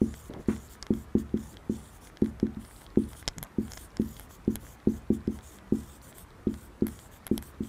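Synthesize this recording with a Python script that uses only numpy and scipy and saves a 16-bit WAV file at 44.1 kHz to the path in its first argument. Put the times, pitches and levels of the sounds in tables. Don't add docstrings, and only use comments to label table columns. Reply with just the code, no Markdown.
import sys
import numpy as np
from scipy import signal
from scipy.fft import rfft, irfft, next_fast_len
from scipy.io import wavfile
from scipy.ndimage import uniform_filter1d, map_coordinates

SR = 44100
rng = np.random.default_rng(int(sys.argv[2]) if len(sys.argv) > 2 else 0)


def store_pcm(level_fs):
    pcm = np.round(np.clip(level_fs, -1, 1) * 32767).astype(np.int16)
    wavfile.write(sys.argv[1], SR, np.atleast_2d(pcm).T)


N = 338716

# f/Hz, t60/s, strength (negative: tip drives the mode the other way)
BOARD_MODES = [(41.2, 0.059, 0.095), (48.5, 0.8, -0.0104), (69.4, 0.94, 0.025), (80.4, 0.41, 0.0437),
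               (112.7, 0.58, 0.024), (131.2, 0.65, 0.0073), (152.7, 0.64, 0.0153), (186.3, 0.27, 0.015),
               (196.6, 0.25, 0.069), (206.2, 0.13, -0.1), (220.9, 0.22, -0.26), (248.8, 0.19, -0.11),
               (260.6, 0.18, -0.14), (273.7, 0.19, 0.046), (283.2, 0.22, -0.066), (324.4, 0.16, -0.12),
               (351.2, 0.23, -0.063), (377.6, 0.039, 0.38), (440, 0.32, 0.0163), (453.5, 0.11, 0.037),
               (511, 0.075, 0.032), (800, 0.024, -0.047)]
# t/s, dull knock drive/dB, bright ring drive/dB, ring f/Hz
CLICK_EVENTS = [(0.1407, -33, -40, 5440), (0.337, -38, -43, 3500), (0.5641, -37, -47, 3300),
                (0.8264, -32.5, -22.5, 5600), (0.83, -36, -35, 5530), (0.867, -32.5, -50, 3500),
                (0.9374, -38, -46, 5500), (1.1835, -42, -50, 5000), (1.3739, -40.5, -37.5, 3540),
                (1.542, -46, -50, 3300), (1.5699, -39, -33.5, 3260), (2.0722, -41, -36, 2040),
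                (2.1, -54, -34, 1210), (2.1715, -35, -39, 3500), (2.2183, -43, -46, 14500),
                (2.2447, -41.5, -44, 9000), (2.2606, -37.5, -36, 2100), (2.3994, -33.5, -37, 4900),
                (2.468, -42, -37, 1500), (2.6498, -40.5, -43, 4500), (2.711, -60, -34.5, 1310),
                (2.818, -45, -40, 1400), (2.865, -47, -37.5, 3240), (2.958, -46, -36.5, 1500),
                (3.1323, -37, -40, 5460), (3.227, -38.5, -34, 2100), (3.278, -15.5, -11, 4960),
                (3.2853, -24.5, -17.5, 5000), (3.3832, -30.5, -22, 7400), (3.4285, -26.5, -20, 10900),
                (3.4368, -36.5, -28, 9300), (3.4475, -55, -40, 8500), (3.6809, -39.5, -58, 5500),
                (3.71, -42, -46, 4500), (3.719, -35, -28.5, 5700), (3.735, -33.5, -27, 5700),
                (3.744, -45, -42, 5200), (3.7734, -33.5, -36, 4200), (3.7763, -36, -30, 6540),
                (3.905, -51, -49, 5200), (3.9694, -33, -27, 5100), (4.018, -39.5, -54, 3600),
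                (4.167, -44, -39, 3480), (4.1967, -37, -28.5, 10900), (4.2083, -41, -49, 9000),
                (4.3105, -47, -43, 8000), (4.5564, -27, -17.5, 9300), (4.565, -39.5, -50, 6500),
                (4.667, -46, -31, 1210), (4.8015, -45.5, -50, 3300), (5.274, -42, -46, 4500),
                (5.3889, -39.5, -51, 11200), (5.5864, -40.5, -53, 3200), (6.127, -44, -45.5, 3170),
                (6.1834, -42, -32, 11100), (6.5411, -38, -40, 5530), (6.8682, -31.5, -25, 11000),
                (6.881, -43, -31, 11100), (6.8846, -38, -42, 11100), (6.991, -37, -45, 3500),
                (7.2672, -31.5, -23, 10700), (7.275, -40, -34, 11100), (7.2778, -38, -40, 11100),
                (7.3788, -28.5, -26.5, 4000), (7.3785, -31, -21, 11100), (7.4254, -36.5, -30, 10000)]


def amp(db):
    return 10 ** (np.asarray(db) / 20)


def unit(x):
    return x / np.sqrt(np.mean(x ** 2) + 1e-20)


def wobble(rate_hz):
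    knots = rng.standard_normal(int(N * rate_hz / SR) + 4)
    return map_coordinates(knots, [np.arange(N) * rate_hz / SR])


def filtered(x, response):
    m = next_fast_len(N + SR // 2)
    return irfft(rfft(x, m) * response(np.fft.rfftfreq(m, 1 / SR)), m)[..., :N]


def noise(spectrum):
    f, db = np.transpose(spectrum)
    colour = lambda hz: amp(np.interp(np.log(hz + 1), np.log(f + 1), db))
    return unit(filtered(rng.standard_normal(N), colour))


def smooth_patches(shape, frames):
    over_bins = uniform_filter1d(rng.standard_normal(shape), size=3, axis=0)
    return unit(uniform_filter1d(over_bins, size=frames, axis=1))


def room():
    # f/Hz, relative density/dB per Hz
    room_spectrum = [(12, -57), (20, -17.5), (47, 7), (70, 2), (119, -3), (306, -6.5), (565, -13),
                     (1160, -13.5), (1920, -19), (2840, -26.5), (3260, -27.5), (4810, -32), (9660, -34.5),
                     (15100, -40), (15400, -72)]
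    room_db, patch_db = -52, 1.9
    hz, t, z = signal.stft(noise(room_spectrum), SR, nperseg=1024)
    shifting = z * amp(patch_db * smooth_patches(z.shape, 5))
    return amp(room_db) * signal.istft(shifting, SR, nperseg=1024)[1][:N]


def strokes(t):
    # start/s, end/s, mid-stroke low band f/Hz (tip tilt), relative low, middle, high band level/dB
    stroke_events = [(0.0, 0.16, 7340, -64.5, -65, -75), (0.136, 0.24, 7650, -59.5, -67, -65),
                     (0.223, 0.308, 7300, -64, -63, -69), (0.377, 0.46, 6640, -72, -75, -81.0),
                     (0.47, 0.601, 7300, -58.5, -63, -71), (0.585, 0.698, 7240, -64.5, -68, -68),
                     (0.688, 0.771, 7600, -61.5, -60.5, -64), (0.92, 1.06, 7150, -66.5, -67.5, -68),
                     (1.171, 1.235, 7600, -59, -63, -66), (1.359, 1.565, 7450, -64, -66, -69.5),
                     (1.69, 1.834, 7900, -62.5, -63.5, -72), (1.812, 1.927, 7800, -64, -65.5, -72.5),
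                     (1.905, 2.0, 7000, -68, -64.5, -71), (2.001, 2.109, 7300, -66, -62, -70),
                     (2.231, 2.32, 7360, -69.5, -67, -75), (2.592, 2.712, 8350, -67, -63.5, -71),
                     (2.69, 2.875, 8100, -66, -64, -69), (2.968, 3.079, 8440, -69, -64.5, -75.0),
                     (3.066, 3.166, 8250, -66, -63, -66), (3.15, 3.235, 8600, -58, -58, -64),
                     (3.588, 3.708, 7960, -63.5, -69, -69), (3.688, 3.881, 7500, -61, -60.5, -64),
                     (3.993, 4.275, 7360, -63, -63.5, -65.5), (4.286, 4.382, 7100, -63, -65.5, -65.5),
                     (4.491, 4.569, 7300, -62.5, -67, -67.5), (4.591, 4.766, 7000, -64, -64.5, -67),
                     (4.88, 5.01, 7300, -62, -68.5, -68.0), (5.119, 5.184, 7410, -60, -62, -67),
                     (5.294, 5.404, 7200, -64.5, -68.5, -70), (5.413, 5.596, 7580, -62.5, -65.5, -69),
                     (5.721, 5.864, 7850, -62, -65.5, -69), (5.84, 5.997, 7800, -62.5, -69, -67.5),
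                     (6.011, 6.135, 7750, -63.5, -65.5, -66.0), (6.135, 6.254, 8270, -60, -67, -63),
                     (6.481, 6.588, 7900, -65, -69, -71), (6.56, 6.69, 8100, -65, -71, -67.0),
                     (6.856, 6.964, 8270, -62.5, -65, -68), (6.936, 7.095, 8000, -63.5, -67.5, -70),
                     (7.104, 7.198, 7600, -63.5, -70, -68), (7.31, 7.408, 8100, -65, -70, -69),
                     (7.413, 7.526, 8300, -61, -68, -64), (7.616, 7.706, 7800, -60.5, -68.5, -66)]
    touch_s, lift_s, arch_db = 0.018, 0.03, 3.5
    rise_hz = 920
    gains = np.zeros((3, len(t)))
    centre_hz = np.full(len(t), float(stroke_events[0][2]))
    for start, end, low_hz, *dbs in stroke_events:
        edge = np.clip(np.minimum((t - start) / touch_s, (end - t) / lift_s), 0, 1)
        along = np.clip((t - start) / (end - start), 0, 1)
        gains += edge * amp(np.array(dbs)[:, None] + arch_db * np.sin(np.pi * along))
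        begun = t >= start
        centre_hz[begun] = low_hz + rise_hz * (along[begun] - .5)
    return gains, centre_hz


def felt():
    # f/Hz, half width/Hz
    upper_bands = [(9700, 1060), (13250, 1900)]
    # f/Hz, half width/Hz, level re low and middle bands/dB
    side_bands = [(3354, 510, -6), (4530, 530, -11), (6030, 1140, -9.5), (15000, 600, -17)]
    low_width_hz = 1150
    patch_db, grain_db, felt_db, top_hz = 2.63, 1.56, 8.5, 15700
    hz, t, z = signal.stft(rng.standard_normal(N), SR, nperseg=256)
    (low, *upper), centre_hz = strokes(t)
    frame_index = np.minimum(t * SR, N - 1).astype(int)

    def drift():
        return 1 + 0.013 * wobble(11)[frame_index]

    def swell():
        return (drift() ** 6).clip(0, 3)

    def band(mid_hz, width_hz):
        return 1 / (1 + ((hz[:, None] - mid_hz) / width_hz) ** 4)

    power = (low * swell() * band(centre_hz * drift(), low_width_hz)) ** 2
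    for gain, (mid_hz, width_hz) in zip(upper, upper_bands):
        power = power + (gain * swell() * band(mid_hz * drift(), width_hz)) ** 2
    for mid_hz, width_hz, db in side_bands:
        side_gain = np.hypot(low, upper[0]) * amp(db)
        power = power + (side_gain * swell() * band(mid_hz, width_hz)) ** 2
    patches = amp(patch_db * smooth_patches(z.shape, 18))
    hiss = signal.istft(z * np.sqrt(power) * patches, SR, nperseg=256)[1][:N]
    grain = amp(grain_db * wobble(300))
    return amp(felt_db) * grain * filtered(hiss, lambda f: f < top_hz)


def board(force, spot_db=0):
    t = np.arange(SR // 2) / SR
    hz, t60, strength = np.transpose(BOARD_MODES)[:, :, None]
    ring = strength * amp(spot_db - 60 * t / t60) * np.cos(2 * np.pi * hz * t)
    return signal.fftconvolve(force, ring.sum(0))


def drag():
    step = 64
    pressure = strokes(np.arange(0, N, step) / SR)[0][0].repeat(step)[:N]
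    unsteady = amp(-37.0 + 2.4 * wobble(12))
    return unsteady * pressure * noise([(20, -24.0), (90, 6.0), (300, -43.0), (1000, -26), (20000, -72)])


def taps():
    # t/s, force level/dB
    landings = [(0.0159, -6.5), (0.4846, -8), (0.9052, -7.5), (1.1514, -6.5), (1.3409, -10),
                (1.6964, -10.5), (2.2211, -7), (2.4286, -8), (2.5699, -16), (2.9724, -5), (3.5844, -10.5),
                (3.997, -9.5), (4.4778, -8), (4.8719, -6.5), (5.1027, -7), (5.2768, -10.5), (5.7226, -7.5),
                (6.4695, -9), (6.8213, -8), (7.3135, -8.5), (7.606, -13)]
    # start/s, end/s
    line_times = [(0, 3), (3.58, 7.4)]
    # f/Hz, change/dB
    line_tilt = [(190, -2), (222, -1.4), (300, 3), (450, -1)]
    firm_db, firm_contact_ms = -6.5, 0.94
    softening = 1.42
    soft_hz = 1130
    out = np.zeros(N + SR)
    spots_db = .8 * rng.standard_normal((len(landings), len(BOARD_MODES), 1))
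    tilt_db = np.interp(np.transpose(BOARD_MODES)[0], *np.transpose(line_tilt))[:, None]
    for (s, db), spot_db in zip(landings, spots_db):
        contact_ms = firm_contact_ms * amp(softening * (firm_db - db))
        push = np.hanning(max(round(contact_ms * SR / 1000), 8))
        start, end = max(line for line in line_times if line[0] <= s)
        along = (s - start) / (end - start)
        thump = board(push / push.sum(), spot_db + tilt_db * (along - .5))
        out[round(s * SR) - len(push) // 2:][:len(thump)] += amp(db) * thump
    return filtered(out[:N], lambda hz: 1 / (1 + (hz / soft_hz) ** 6))


def crackle(rate_hz=60):
    count = int(rate_hz * N / SR)
    when, pitch, size = rng.random((count, 3)).T
    resonance_hz = np.where(pitch < .8, 1400, 3300)
    hz = resonance_hz * (1 + 0.33 * rng.standard_normal(count))
    t = np.arange(300) / SR
    tick_db = -49.5 - 3.6 * np.log(size + 0.0076)[:, None] - 60 * t / 0.0037
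    ticks = amp(tick_db) * np.sin(2 * np.pi * hz[:, None] * t)
    index = (when * N).astype(int)[:, None] + np.arange(len(t))
    return np.bincount(index.ravel(), ticks.ravel(), N + len(t))[:N]


def clicks():
    # f/Hz, relative level/dB, t60/s
    click_modes = [(870, 7, 0.0029), (1613, 4.5, 0.0047), (2016, -5, 0.012), (3290, 8, 0.0052),
                   (3830, 1, 0.0052), (4460, 1, 0.0042), (5110, 2.5, 0.0047), (6690, 6.5, 0.0024),
                   (7480, -15.5, 0.014), (9900, -17, 0.0073), (11360, 4.5, 0.0035), (13900, -1, 0.0018)]
    knock_hz, knock_db_per_octave = 2160, 6.5
    ring_octaves = 0.34
    rise_s, walls_t60_s, walls_db = 0.00016, 0.068, -23
    out, t = np.zeros(N + SR), np.arange(SR // 20) / SR
    hz, level_db, t60 = np.transpose(click_modes)[:, :, None]
    chance = rng.standard_normal((len(CLICK_EVENTS), 3, len(click_modes), 1))
    for (s, knock_db, ring_db, ring_hz), (spread_db, turn, detune) in zip(CLICK_EVENTS, chance):
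        knock = amp(knock_db - knock_db_per_octave * np.log2(hz / knock_hz).clip(0))
        bright = amp(ring_db) * np.exp(-(np.log2(hz / ring_hz) / ring_octaves) ** 2 / 2)
        drive = np.hypot(knock, bright)
        phase = 2 * np.pi * hz * (1 + .015 * detune) * t + .3 * turn
        ring = amp(-60 * t / t60) * np.sin(phase)
        modes = (drive * amp(level_db + spread_db) * ring).sum(0)
        out[round(s * SR):][:len(t)] += modes * (1 - np.exp(-(t / rise_s) ** 2))
    t = np.arange(SR // 4) / SR
    walls = amp(-60 * t / walls_t60_s) * rng.standard_normal(len(t)) * (t > .002)
    return out[:N] + amp(walls_db) * signal.fftconvolve(out, walls / np.linalg.norm(walls))[:N]


def nudges():
    nudge_db, nudge_at_db = -31.5, -16.5
    nudge_growth = 1.24
    swing_hz, swing_t60_s, rise_s = 32, 0.064, 0.00042
    out, t = np.zeros(N + SR), np.arange(SR // 10) / SR
    swing = amp(-60 * t / swing_t60_s) * np.cos(2 * np.pi * swing_hz * t) * (1 - np.exp(-t / rise_s))
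    for s, knock_db, ring_db, _ in CLICK_EVENTS:
        peak_db = max(knock_db, ring_db)
        out[round(s * SR):][:len(t)] += amp(nudge_db + nudge_growth * (peak_db - nudge_at_db)) * swing
    return out[:N]


def scuffs():
    # t/s, length/s, nominal level/dB, centre f/Hz, half width/Hz
    scuff_events = [(0.296, 0.021, -35.5, 320, 180), (0.34, 0.07, -41, 271, 256),
                    (0.347, 0.0073, -39.5, 700, 500), (0.485, 0.045, -41, 1310, 810),
                    (1.531, 0.05, -47.5, 256, 150), (3.364, 0.062, -41.5, 137, 60),
                    (3.443, 0.019, -48, 1010, 500)]
    sag_db, t60_s = 6, 0.098
    rise_s, grit_db = 0.00069, 2.2
    out, t = np.zeros(N + SR), np.arange(SR // 2) / SR
    hz = np.fft.rfftfreq(len(t), 1 / SR)
    for s, length_s, db, centre_hz, width_hz in scuff_events:
        band = 1 / (1 + ((hz - centre_hz) / width_hz) ** 2)
        rub = unit(irfft(rfft(rng.standard_normal(len(t))) * band, len(t)))
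        fall_db = sag_db * np.minimum(t / length_s, 1) + 60 * (t - length_s).clip(0) / t60_s
        out[round(s * SR):][:len(t)] += amp(db - fall_db) * (1 - np.exp(-t / rise_s)) * rub
    return amp(grit_db * wobble(150)) * out[:N]


def horn():
    # order, relative level/dB
    harmonics = [(1, 7), (5, -5.5), (6, -7), (10, -8)]
    pitch_hz, start_s, end_s, fade_s, horn_db = 196, 5.51, 5.87, 0.055, -57.5
    t = np.arange(N) / SR
    tone = sum(amp(db) * np.sin(2 * np.pi * (k * pitch_hz * t + rng.random())) for k, db in harmonics)
    held = np.clip(np.minimum(t - start_s, end_s - t) / fade_s, 0, 1)
    return amp(horn_db) * held * unit(tone)


def shadow(hz):
    centre_hz, width_hz, depth = 2686, 800, 0.67
    return 1 - depth * width_hz / (width_hz + 1j * (hz - centre_hz))


def scene():
    near = filtered(clicks() + crackle(), shadow) + nudges() + scuffs()
    writing = taps() + board(drag())[:N] + felt()
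    return (writing + near + horn() + room())[None]


def record(dry):
    top_hz = 16800
    return filtered(dry, lambda hz: hz < top_hz)


dry = scene()
out = record(dry)
store_pcm(out)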